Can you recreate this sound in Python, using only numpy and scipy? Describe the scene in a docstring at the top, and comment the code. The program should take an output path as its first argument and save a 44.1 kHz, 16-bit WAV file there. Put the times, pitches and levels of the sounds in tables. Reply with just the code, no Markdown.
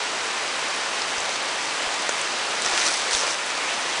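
"""Steady rain hisses on a forest: countless far drops blur together, and nearer ones patter faintly.
Leaves stir softly, a few drops tap on leaves close by, and the microphone takes a few soft bumps.
Past the middle, a leafy twig is pushed aside: it rustles twice and flicks past, as its stems rub
and its leaves slide, crackle and snap past one another."""
import sys
import numpy as np
from scipy import signal
from scipy.io import wavfile

SR = 44100
rng = np.random.default_rng(int(sys.argv[2]) if len(sys.argv) > 2 else 0)


def transcribe(u):
    """Save the signal u as a 16-bit wav file named by the first command-line argument.

    u: samples, shape (n,) or (channels, n), limited to [-1, 1]; the rate is SR.
    q: integer samples, one column per channel.
    """
    v = np.clip(np.atleast_2d(u).T, -1, 1)
    q = np.round(v * 32767).astype(np.int16)
    wavfile.write(sys.argv[1], SR, q)


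N = 176400  # 4 seconds

# Tone of the far rain. Each row: pitch in Hz, relative strength in dB.
FAR_RAIN_TONE = [(25, -29.5), (60, -27.5), (110, -19), (170, -16), (260, -8.5), (400, -4), (650, -0.5),
                 (950, 1.5), (1400, -0.5), (2400, -1), (3400, -4), (5300, -6.5), (7000, -10.5), (9000, -13),
                 (10500, -45.5)]
# Loudness of the far rain. Each row: time in seconds, level in dB.
FAR_RAIN_LEVEL = [(0, -27), (1.2, -27), (2.3, -26.5), (3.1, -26.5), (3.47, -28), (3.68, -26), (4, -26.1)]
# Tone of the nearer drops. Each row: pitch in Hz, relative strength in dB.
PATTER_TONE = [(200, -12), (600, -3), (1200, -2), (3000, -5.5), (6000, -7), (10000, -14.5)]
# Tone of the crisp leaves. Each row: pitch in Hz, relative strength in dB.
CRACKLE_TONE = [(400, -19), (1500, -6.5), (2800, -3.5), (4300, 1), (6000, 2), (7500, -3.5), (10000, -7.5)]
# Loudness of the leaves, a faint stir at first. 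Each row: time in seconds, level in dB.
LEAF_LEVEL = [(0.7, -54), (1.25, -37.5), (1.55, -52), (2.1, -41.5), (2.58, -41), (2.65, -30), (2.74, -30.5),
              (2.79, -24.5), (2.88, -24.5), (2.99, -30.5), (3.10, -36), (3.135, -23.5), (3.18, -26),
              (3.25, -31), (3.32, -28), (3.38, -41), (4, -46)]
# Drops on close leaves. Each row: start in seconds, tick level in dB, tick pitch in Hz, plop level in dB.
CLOSE_DROPS = [(1.019, -15, 4900, -30), (1.182, -20, 5500, -28), (1.203, -21, 7000, -34),
               (1.292, -19, 5000, -17), (1.358, -21, 4500, -26), (1.941, -17.5, 5800, -25),
               (2.0922, -13, 6430, -12.5), (2.214, -18, 7650, -38), (3.235, -18, 4500, -16.5),
               (3.280, -28, 5000, -19)]
# Notes of a struck leaf. Each row: pitch in Hz, relative level in dB, fade time in seconds.
LEAF_NOTES = [(590, -5, .02), (714, -4, 0.01), (977, -4, 0.021), (1390, -7.5, 0.024), (2300, -7.5, 0.0096)]
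# Soft bumps on the microphone. Each row: start in seconds, level in dB, pitch in Hz.
MIC_BUMPS = [(1.181, -31, 70), (1.871, -33, 48), (2.732, -34, 42), (2.810, -37, 85), (2.835, -40, 36),
             (3.147, -26.5, 52)]
# Tone of the rubbing stems. Each row: pitch in Hz, relative strength in dB.
RUB_TONE = [(120, -22), (350, -3), (900, 0), (1800, 3), (3000, -4), (6000, -13), (10000, -18.5)]
# Loudness of the rubbing stems. Each row: time in seconds, level in dB.
STEM_LEVEL = [(2.56, -52), (2.67, -29), (2.73, -30), (2.79, -27), (2.90, -28), (2.97, -39), (3.06, -37),
              (3.12, -32), (3.17, -42), (3.24, -28), (3.33, -44)]
# Leaves snapping free. Each row: start in seconds, level in dB, pitch in Hz.
LEAF_SNAPS = [(2.621, -11, 5500), (2.649, -9, 4000), (2.662, -6.5, 2200), (2.767, -13, 3000),
              (2.777, -3.5, 4000), (2.8165, -11, 4000), (2.853, -11, 5500), (2.927, -19, 5000),
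              (3.111, -8, 2540), (3.119, -9, 6000), (3.1322, -11, 4480), (3.139, -15, 4500),
              (3.1498, -4.5, 3800), (3.200, -11, 5500)]

CUTOFF_HZ = 10030


def from_db(db):
    """Turn decibels into a number to multiply by."""
    return 10 ** (np.asarray(db) / 20)


def rms_one(x):
    """Scale a sound so its average size (rms) is 1."""
    return x / np.sqrt(np.mean(x ** 2) + 1e-20)


def level_curve(rows):
    """Loudness that glides between rows of seconds and dB."""
    return from_db(np.interp(np.arange(N) / SR, *np.transpose(rows)))


def drift(rate):
    """A slow random wander of about size 1; a higher rate moves faster."""
    r = np.exp(-80 * np.pi * rate / SR)
    noise = rng.standard_normal(N // 40 + 2002)  # one value per 40 samples
    slow = signal.lfilter([1], [1, -2 * r, r * r], noise)[2000:]
    return np.interp(np.arange(N) / 40, np.arange(len(slow)), rms_one(slow))


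def bands(tone):
    """Filters a third of an octave wide, each with its strength from a tone table."""
    edges = 20 * 2 ** (np.arange(29) / 3)
    hz, db = np.transpose(tone)
    for low, high in zip(edges, edges[1:]):
        gain = from_db(np.interp(np.log(low * high) / 2, np.log(hz), db))
        yield signal.butter(2, [low, high], "band", fs=SR, output="sos"), gain


def hiss(tone, flicker_db):
    """Smooth noise whose bands each flicker a little."""
    white = rng.standard_normal((2, N))
    return rms_one(sum(gain * from_db(flicker_db * drift(rate=9.3)) * signal.sosfilt(band, white[k % 2])
                       for k, (band, gain) in enumerate(bands(tone))))


def grains(tone, per_s, spread_db, colour_db):
    """Tiny hits at random times, each with its own size and tone colour."""
    starts = np.flatnonzero(rng.random(N) < per_s / SR)
    sizes = from_db(spread_db * np.minimum(rng.exponential(1, N), 4)) * rng.choice([-1, 1], N)
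    out = np.zeros(N)
    for band, gain in bands(tone):
        hits = np.full(N, 1e-18)
        hits[starts] = sizes[starts] * from_db(colour_db * rng.uniform(-1.1, 1, N)[starts])
        out += gain * signal.sosfilt(band, hits)
    return rms_one(signal.sosfilt(signal.butter(2, 160, "high", fs=SR, output="sos"), out))


def clicks(seconds, db):
    """One click at each given time."""
    out = np.zeros(N)
    out[np.clip((np.atleast_1d(seconds) * SR).astype(int), 0, N - 1)] = from_db(db)
    return out


def ring(hits, hz, fade_s):
    """Each click starts a pure note that fades by 60 dB in fade_s seconds."""
    decay, turn = from_db(-60 / (fade_s * SR)), 2 * np.pi * hz / SR
    return signal.lfilter([0, np.sin(turn)], [1, -2 * decay * np.cos(turn), decay ** 2], hits + 1e-18)


def crack(hits, hz, width_hz, fade_s):
    """Each click lets out a fading puff of noise in one broad band."""
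    upper = np.hypot(hz, width_hz / 2) + width_hz / 2
    band = signal.butter(2, [hz ** 2 / upper, min(upper, SR / 2 - 1)], "band", fs=SR, output="sos")
    fade = signal.lfilter([1], [1, -from_db(-60 / (fade_s * SR))], hits + 1e-18)
    return .5 * fade * rms_one(signal.sosfilt(band, rng.standard_normal(N)))


def rain():
    """Far drops merge into a hiss, with nearer ones pattering on top."""
    far = level_curve(FAR_RAIN_LEVEL) * hiss(FAR_RAIN_TONE, flicker_db=0.69)
    patter = from_db(-36.5) * grains(PATTER_TONE, per_s=500, spread_db=2.5, colour_db=11)
    return far + patter


def leaf_rustle(slide_share=0.32):
    """Moving leaves slide with a hiss and crackle brightly."""
    slide = np.sqrt(slide_share) * hiss(CRACKLE_TONE, flicker_db=0.5)
    crackle = np.sqrt(1 - slide_share) * grains(CRACKLE_TONE, per_s=1400, spread_db=4, colour_db=10.5)
    return level_curve(LEAF_LEVEL) * (slide + crackle)


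def close_drops():
    """A drop ticks on a leaf and makes it ring briefly; the leaf is too small to give off bass."""
    starts, _, _, plop_db = np.transpose(CLOSE_DROPS)
    uneven_db = rng.normal(0, 4, (len(starts), len(LEAF_NOTES)))  # each drop mixes the notes its own way
    plops = sum(ring(clicks(starts, plop_db + db + uneven_db[:, k]), hz, fade_s)
                for k, (hz, db, fade_s) in enumerate(LEAF_NOTES))
    ticks = sum(crack(clicks(at, db), hz, width_hz=2400, fade_s=0.027) for at, db, hz, _ in CLOSE_DROPS)
    bass_cut = signal.butter(3, 460, "high", fs=SR, output="sos")
    return ticks + signal.sosfilt(bass_cut, plops)


def bumps(cycles=1.4):
    """Each bump on the microphone is one low swing that dies at once."""
    return -sum(ring(clicks(at, db), hz, fade_s=cycles / hz) for at, db, hz in MIC_BUMPS)


def stem_rub():
    """As the twig bends, stems and leaves rub in many tiny slips: a dull swish."""
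    return level_curve(STEM_LEVEL) * grains(RUB_TONE, per_s=2500, spread_db=2.0, colour_db=4)


def leaf_snaps():
    """Leaves snap past one another, each with a short, sharp crack."""
    return sum(crack(clicks(at, db), hz, width_hz=3800, fade_s=0.0066) for at, db, hz in LEAF_SNAPS)


def scene():
    """Add all the sounds into one channel."""
    return (rain() + leaf_rustle() + close_drops() + bumps() + stem_rub() + leaf_snaps())[None]


def record(dry):
    """Cut away the highest treble steeply."""
    treble_cut = signal.firwin(701, CUTOFF_HZ, window=("kaiser", 9), fs=SR)
    return signal.fftconvolve(dry, treble_cut[None], mode="same")


dry = scene()
out = record(dry)
transcribe(out)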